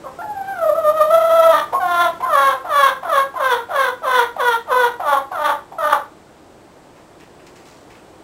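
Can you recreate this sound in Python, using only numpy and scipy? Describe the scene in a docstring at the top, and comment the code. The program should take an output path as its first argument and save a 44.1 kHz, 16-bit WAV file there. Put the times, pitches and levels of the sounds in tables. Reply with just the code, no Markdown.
"""In a small plastered coop, with a dull yard behind, a hen on a perch gives a brief call and one long
wavering note, then a run of short falling ones with soft clucks. Her voice box (the syrinx) starts most
notes with a hoarse catch, clears, adds a tone at half the pitch ("doubling") and ends in a rasp. Then she
turns round, feet scraping and feathers rustling, and the walls echo it all. A small camera holds each of
its samples until the next, which mirrors her voice faintly into the top treble."""
import sys
import numpy as np
from scipy import signal
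from scipy.fft import rfft, irfft, next_fast_len
from scipy.io import wavfile
from scipy.ndimage import map_coordinates

SR = 44100
rng = np.random.default_rng(int(sys.argv[2]) if len(sys.argv) > 2 else 0)


def inscribe(sig):
    """Save sig as 16-bit PCM at rate SR to the path in sys.argv[1].

    A 1-D sig is mono; a 2-D sig holds one channel per row.
    Samples are clipped to [-1, 1] before scaling.
    """
    pcm = np.round(np.clip(np.atleast_2d(sig).T, -1, 1) * 32767)
    wavfile.write(sys.argv[1], SR, pcm.astype(np.int16))


N = 362972
TIME = np.arange(N) / SR


def from_db(db):
    """Turn decibels into a number to multiply by."""
    return 10 ** (np.asarray(db) / 20)


def unit_power(x):
    """Scale a signal so that its average power is 1."""
    return x / np.sqrt(np.mean(x ** 2) + 1e-20)


def curves_at(rows, t):
    """Read each column of a table at the times t; the first column is time."""
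    times, *columns = np.transpose(rows)
    return [np.interp(t, times, column) for column in columns]


def gain_at(spectrum, hz):
    """How strongly a spectrum passes each frequency; it falls away steeply past its ends."""
    points_hz, db = np.transpose(spectrum)
    hz = np.maximum(hz, 1)
    roll_off = np.minimum(1, np.minimum(hz / points_hz[0], points_hz[-1] / hz)) ** 2
    return from_db(np.interp(np.log(hz), np.log(points_hz), db)) * roll_off


def coloured(noise, spectrum):
    """Give noise the tone colour of a spectrum, at power 1."""
    size = next_fast_len(len(noise))
    hz = np.arange(size // 2 + 1) * SR / size
    return unit_power(irfft(rfft(noise, size) * gain_at(spectrum, hz), size)[:len(noise)])


def flutter(rate_hz, size):
    """Smooth random wavering, up to about rate_hz, at power 1."""
    position = np.arange(size) * 2 * rate_hz / SR + rng.random()
    points = rng.standard_normal(int(position[-1]) + 8)
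    return unit_power(map_coordinates(points, [position + 2], order=3))


def burst(start_s, rise_s, decay_s):
    """A loudness curve that swells quickly and dies away."""
    age = np.maximum(TIME - start_s, 0)
    decay = np.minimum(np.maximum(age - rise_s, 0) / decay_s, 20)
    return np.minimum(age / rise_s, 1) * np.exp(-decay)


def times_between(start_s, end_s):
    """The sample times between two moments."""
    return TIME[(TIME > start_s) & (TIME < end_s)]


def after(t, moment_s, change_s=.028):
    """A ramp from 0 to 1 around a moment: the voice takes a little time to change state."""
    return np.clip((t - moment_s) / change_s + .5, 0, 1)


def yard():
    """Steady, dull outdoor background noise."""
    # the yard's tone colour: frequency_hz, gain_db
    colour = [(15, -52), (25, -12.5), (101, -6), (253, -6.5), (315, -0.5), (400, -3.5), (509, -5.5),
              (762, -6.5), (2360, -22), (6550, -29), (8130, -26), (15500, -55)]
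    # its loudness: time_s, level_db
    loudness = [(2,-41),(3,-45),(6.7,-45.5),(8.2,-44)]
    level_db, = curves_at(loudness, TIME)
    return from_db(level_db) * coloured(rng.standard_normal(N), colour)


def syrinx(t, pitch_hz, level_db, overtones_db, throat_hz, bright_db, hoarseness, doubles_at_s,
           doubling, final_rasp, rattle, tremor=.0079, waver_db=1.17, harden_db=13, harden_share=.73):
    """One note: the voice box catches, buzzes, doubles as every other cycle differs, then rasps."""
    # how the throat and beak ring at rest, low down and higher up: frequency_hz, gain_db
    throat = [(290,-22),(480,-20.5),(800,1.5),(1100,4),(1400,3.5),(1700,-10.5),(2000,-19.5),(2500,-27.5),(3200,-31)]
    upper_resonance = [(1900,5),(2400,-11),(3050,-5),(3430,5.5),(3750,-3.5),(4300,-11),(5000,-31),(5850,-10),(7200,-34),(9000,-22),(15000,-34.5)]
    # the voice cracks with a few very strong cycles: time_s, extra_db
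    cracks = [(2.061, 2), (5.502, 8), (5.931, 9)]
    onset_s, break_s, crack_s, attack_s, release_s = .051, .072, .0053, .0052, .01
    rattle_hz, resting_throat_hz = 51.77, 1170
    size = len(t)

    catching = hoarseness * (1 - after(t, t[0] + onset_s))
    broken = final_rasp * after(t, t[-1] - break_s)
    rasp = .095 + np.maximum(np.maximum(catching, broken), .21 * rattle)
    # a rattling voice box throbs unevenly
    throb_hz = rattle_hz * (1 + flutter(39.5, size) / 2)
    throb = rattle * np.sin(2 * np.pi * np.cumsum(throb_hz) / SR)
    pitch_hz = pitch_hz * (1 - .0593 * broken)  # the final rasp pulls the pitch down
    wobble = .0475 * rasp * flutter(240, size) + tremor * flutter(42.2, size) + .011 * throb
    phase = 2 * np.pi * np.cumsum(pitch_hz * (1 + wobble)) / SR

    # partials are the pure tones in a note; doubling adds some halfway between the usual ones
    multiples = np.arange(.5, 20, .5)[:, None]
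    halfway = multiples % 1 > 0
    strength = np.where(halfway, doubling * after(t, doubles_at_s) + catching, multiples > 1)
    strength = strength * from_db(.11 * bright_db * np.minimum(multiples, 4))
    # in a rattle the doubling slips out of step, and uneven cycles fray each partial
    slip = halfway * .75 * rattle * flutter(36, size)
    unevenness = .55 * rattle
    wavers = np.array([flutter(70, size) for _ in range(5)])
    fray = unevenness * wavers[np.arange(len(multiples)) % 5]
    start_phases = rng.uniform(0, 2 * np.pi, multiples.shape)
    partials = (1 + fray) * np.sin(multiples * phase + slip + fray[::-1] + start_phases)
    partials = partials / np.sqrt(1 + unevenness ** 2)

    def through(resonance, air_share, shift=1):
        """The buzz and the air that escapes on each cycle, shaped by one resonance."""
        gains = gain_at(resonance, multiples * (pitch_hz / shift)[::32])
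        gains = strength * np.repeat(gains, 32, axis=1)[:, :size]
        buzz = (gains * partials).sum(axis=0) / np.sqrt((gains ** 2).sum(axis=0) / 2)
        puffs = rng.standard_normal(size) * (1 + np.cos(phase))
        air = coloured(puffs, [(hz * np.mean(shift), db) for hz, db in resonance])
        return (buzz + air_share * air) / np.sqrt(1 + air_share ** 2)

    # the pulses harden as the note goes on, adding a flickering bright edge that cracks do not lift
    hardening = np.minimum(np.linspace(0, 1, size) / harden_share, 1)
    crack_db = sum(db * np.exp(-((t - time_s) / crack_s) ** 2) for time_s, db in cracks)
    edge_db = -26 + bright_db + harden_db * hardening - 2.5 * broken
    edge_db = edge_db + 1.5 * flutter(34.45, size) - crack_db
    # stretching the neck shifts the throat's resonance
    body = through(throat, from_db(-11) * 2 * rasp, shift=throat_hz / resting_throat_hz)
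    edge = from_db(edge_db) * through(upper_resonance, from_db(1) * (rattle + rasp + catching))
    # the beak starts half closed, which muffles the overtones
    overtones = from_db(overtones_db - 12 * np.exp(-(t - t[0]) / onset_s))
    voice = (np.sqrt(2) * np.sin(phase) + overtones * (body + edge)) / np.hypot(1, overtones)

    fades = np.clip((t - t[0]) / attack_s, 0, 1) * np.clip((t[-1] - t) / release_s, 0, 1)
    level_db = level_db + waver_db * flutter(33.8, size) + 3 * throb + crack_db
    shimmer = 1 + .26 * rasp * flutter(45, size)
    out = np.zeros(N)
    first = np.searchsorted(TIME, t[0])
    out[first:first + size] = from_db(level_db) * voice * fades * shimmer
    return out


def cackles():
    """Short notes slide to a held pitch, start doubling, then sag; each swells and fades."""
    # one row a note: start_s, length_s, opening_hz, slide_s, held_hz, sag_hz_per_s, level_db (relative),
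    # swell_s, swell_db, overtones_db, throat_hz, bright_db, then 0 to 1: hoarseness, doubling,
    # final_rasp, rattle
    notes = [(0.036, 0.0522, 636, 0.032, 547, 504, -26.5, 0.021, 6.5, 8.5, 1040, -16, 0.02, 0.5, 0.57, .2),
             (1.74, 0.0378, 1051, 0.0307, 1080, 300.6, -13, 0.0094, 4, -22, 1106, -10, 0.2, 0.21, 0.07, 0.3),
             (1.797, 0.3, 790.6, 0.041, 710, 114, -8.5, 0.31, 10, 2, 1096, 0.5, 0.13, 1, 0.22, 0.21),
             (2.221, 0.041, 997, 0.015, 1048, 300, -14.5, 0.015, 6, -11, 1110, -3, 0.12, 0.26, 0, 0.1),
             (2.24, 0.31, 762, 0.12, 554.2, 68.3, -11, 0.097, 16.5, 9, 1170, -1, 0.88, 0.31, 0.43, 0.33),
             (2.653, 0.28, 726.5, 0.078, 574.3, 213.6, -11, 0.1, 17.5, 9.5, 1190, 2, 0.53, 0.21, 0.57, 0.2),
             (3.044, 0.19, 751.4, 0.1, 567.2, 254, -11.5, 0.11, 13, 6.5, 1190, 0, 0.54, 0.19, 0.31, 0.44),
             (3.352, 0.036, 1064, 0.019, 1020, 300, -19, 0.013, 9.5, -7, 1100, 0, 0.3, 0.2, 0.02, .2),
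             (3.366, 0.228, 708, 0.052, 538, 382.5, -14.5, 0.05, 18, 8, 1180, 4, 0.47, 0.18, 0.6, 0.4),
             (3.701, 0.209, 737.4, .057, 554.7, 386, -13.5, 0.09, 8.5, 7, 1224, 3.5, 0.57, 0.22, 0.28, 0.5),
             (4.026, 0.2284, 694, 0.04174, 526, 300.5, -13.5, 0.0645, 11.5, 9, 1143, 5.5, 0.23, 0.22, 0.49, 0.51),
             (4.376, 0.2, 659, .047, 489.9, 180, -15.5, 0.029, 13.5, 10, 1154, 6.5, 0.09, 0.12, 0.26, 0.15),
             (4.68, 0.22, 644.3, 0.044, 513.7, 235, -12.5, 0.034, 18, 8.5, 1123, 1.5, 0.27, 0.12, 0.41, 0.39),
             (4.997, .2, 756.8, 0.064, 590, 299, -12.5, 0.098, 17, 9.5, 1064, -3, 0.44, 0.83, 0.48, 0.31),
             (5.322, 0.22, 755, 0.067, 602.4, 58, -14.5, 0.15, 11, 10, 1120, 1, 0.37, 0.9, 0.61, 0.48),
             (5.782, 0.2, 671.6, 0.048, 600.3, 51, -14.5, 0.18, 2.5, 11.5, 1130, -1, 0.13, 0.56, 0.52, 0.74)]
    fade_share, fade_db = .25, 12
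    out = np.zeros(N)
    for (start_s, length_s, opening_hz, slide_s, held_hz, sag_hz_per_s, level_db, swell_s, swell_db,
         overtones_db, throat_hz, bright_db, hoarseness, doubling, final_rasp, rattle) in notes:
        t = times_between(start_s, start_s + length_s)
        age = t - start_s
        slide_hz = (opening_hz - held_hz) * np.maximum(1 - age / slide_s, 0)
        pitch_hz = held_hz + slide_hz - sag_hz_per_s * np.maximum(age - slide_s, 0)
        fading = np.maximum(1 - (1 - age / length_s) / fade_share, 0)
        level_db = level_db - swell_db * np.maximum(1 - age / swell_s, 0) - fade_db * fading
        # the beak opens and closes, lifting the throat's resonance at its widest
        gape = np.sin(np.pi * age / length_s)
        throat_hz = throat_hz * (1 + .064 * (gape - gape.mean()))
        rattle = rattle * after(t, start_s + slide_s / 2)
        out += syrinx(t, pitch_hz, level_db, overtones_db, throat_hz, bright_db, hoarseness,
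                      start_s + slide_s, doubling, final_rasp, rattle)
    return out


def long_note():
    """A drawn-out tone that gathers strength, doubles faintly and breaks at the end."""
    # a thin high start sinks to a held tone: time_s, pitch_hz
    melody = [(.187,681),(0.211,682),(0.223,891),(0.409,770.6),(0.508,796),(0.539,734),(.65,622),(0.709,604.7),(0.786,652.6),(0.876,607),(0.951,636.4),(1.012,603.7),(1.115,654.3),(1.51,664.2),(1.544,608),(1.61,618)]
    # the note's loudness, swelling and dipping in the room as the pitch moves: time_s, level_db (relative)
    loudness = [(0.187, -18.5), (0.193, -27), (0.563, -27.5), (0.655, -14), (0.705, -12), (0.741, -18.5),
                (0.789, -14.5), (0.831, -21), (0.875, -10.5), (0.927, -17), (0.939, -23), (1.017, -8.5),
                (1.061, -18), (1.125, -10.5), (1.247, -16.5), (1.251, -14), (1.517, -11), (1.601, -15.5),
                (1.61, -23)]
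    # the beak opens wider, from hoot to cackle: time_s, overtones_db (compared with the main tone)
    beak = [(.2,8),(.25,-20),(.45,-9.5),(.56,0),(.66,-9),(1.02,-1),(1.1,-4),(1.5,-4),(1.57,16)]
    # gritty on the way down, calmer, then rough again: time_s, rattle (0 to 1), doubling (0 to 1)
    roughness = [(.45,0.23,0),(.58,0.48,0),(1.05,0.23,0.05),(1.4,0.26,0.17),(1.53,0.35,0.43)]
    t = times_between(melody[0][0], melody[-1][0])
    pitch_hz, = curves_at(melody, t)
    level_db, = curves_at(loudness, t)
    overtones_db, = curves_at(beak, t)
    rattle, doubling = curves_at(roughness, t)
    return syrinx(t, pitch_hz, level_db, overtones_db, throat_hz=1079, bright_db=-8.5, hoarseness=.054,
                  doubles_at_s=t[0], doubling=doubling, final_rasp=.26, rattle=rattle,
                  tremor=.018, waver_db=1.9, harden_db=22.5, harden_share=.94)


def clucks():
    """Soft, toneless knocks of air in the throat as the beak opens before a note."""
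    # one row a knock: start_s, level_db (relative)
    knocks = [(1.723, -2.5), (2.199, -7), (2.642, -10.5), (3.024, -8.5), (3.336, -14.5), (3.685, -13),
              (4.014, -18), (4.358, -11.5), (4.668, -13.5), (4.994, -7.5), (5.311, -9), (5.714, -17.5)]
    # their tone colour: frequency_hz, gain_db
    colour = [(400,-16),(750,6),(1100,-3.5),(1500,-17),(3000,-27.5)]
    loudness = sum(from_db(db - 14.5) * burst(start_s, rise_s=.01, decay_s=.014)
                   for start_s, db in knocks)
    return loudness * coloured(rng.standard_normal(N), colour)


def rustles():
    """Feet scrape the wood and feathers swish as she turns: a grainy brush for each movement."""
    # her movements: start_s, feet_db, feathers_db (both relative), decay_s
    moves = [(6.96, -40, -62, .04), (7.198, -33.5, -51, .035), (7.392, -35, -64.5, .025),
             (7.462, -32, -44, .018), (7.555, -34.5, -43.5, 0.042), (7.652, -39, -46.5, 0.12),
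             (7.9, -34, -52, .03), (7.945, -34, -63, .025)]
    # tone colours of feet and of feathers: frequency_hz, gain_db
    scrape = [(1500,0),(2500,2.5),(4000,-11)]
    swish = [(4000,1.5),(8000,0.5),(11000,-15),(15000,-20)]
    starts_s, feet_db, feathers_db, decays_s = np.transpose(moves)
    out = np.zeros(N)
    for levels_db, colour in (feet_db - 14.5, scrape), (feathers_db - 6, swish):
        loudness = sum(from_db(db) * burst(start_s, rise_s=.006, decay_s=decay_s)
                       for start_s, db, decay_s in zip(starts_s, levels_db, decays_s))
        grains = rng.standard_normal(N) * from_db(3 * flutter(254, N))
        out += loudness * coloured(grains, colour)
    return out


def coop(sound, ring_s=.29, tail_db=-7, wall_cutoff_hz=3900):
    """Dull slaps off the nearest walls, then a short tail of echoes going back and forth."""
    # echoes off the nearest walls: delay_s, gain
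    walls = [(.0083,0.12),(.0165,0.5),(.0229,.2)]
    hz = np.arange(SR // 2 + 1)
    delayed = lambda delay_s: np.exp(-2j * np.pi * hz * delay_s)
    round_trips_s = np.geomspace(.0198, .047, 12)
    trips = [from_db(-60 * trip_s / ring_s) * delayed(trip_s) for trip_s in round_trips_s]
    echoes = sum((-1) ** k * trip / (1 - trip) for k, trip in enumerate(trips))
    for scatter_s in .0013, .0037:  # the beams scatter each echo
        echoes = echoes * (delayed(scatter_s) - .6) / (1 - .6 * delayed(scatter_s))
    dulling = gain_at([(100, -3.5), (4000, -11.5), (12000, -15)], hz)
    tail = irfft(echoes * dulling)[:SR // 2]
    tail *= from_db(tail_db) / np.sqrt(2 * np.sum(tail ** 2))
    slaps = sum(gain * np.interp(TIME - delay_s, TIME, sound, left=0) for delay_s, gain in walls)
    slaps = signal.sosfilt(signal.butter(1, wall_cutoff_hz, fs=SR, output="sos"), slaps)
    return sound + slaps + signal.fftconvolve(sound, tail)[:N]


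def scene():
    """The hen in her coop, with the yard behind."""
    voice = from_db(-3) * (long_note() + cackles())
    return (coop(voice + clucks() + rustles()) + yard())[None]


def record(dry):
    """The loudest peaks are gently rounded off; the camera holds each sample and cuts the top treble."""
    peak_limit, camera_rate_hz, cutoff_hz = .85, 32000, 15750
    rounded = dry[0] / (1 + (dry[0] / peak_limit) ** 8) ** (1 / 8)
    held_at = np.floor(TIME * camera_rate_hz) * SR / camera_rate_hz
    held = map_coordinates(rounded, [held_at], order=3, mode="nearest")  # adds faint mirror tones
    treble_cut = signal.ellip(12, .1, 80, cutoff_hz, fs=SR, output="sos")
    return signal.sosfilt(treble_cut, held)[None]


dry = scene()
out = record(dry)
inscribe(out)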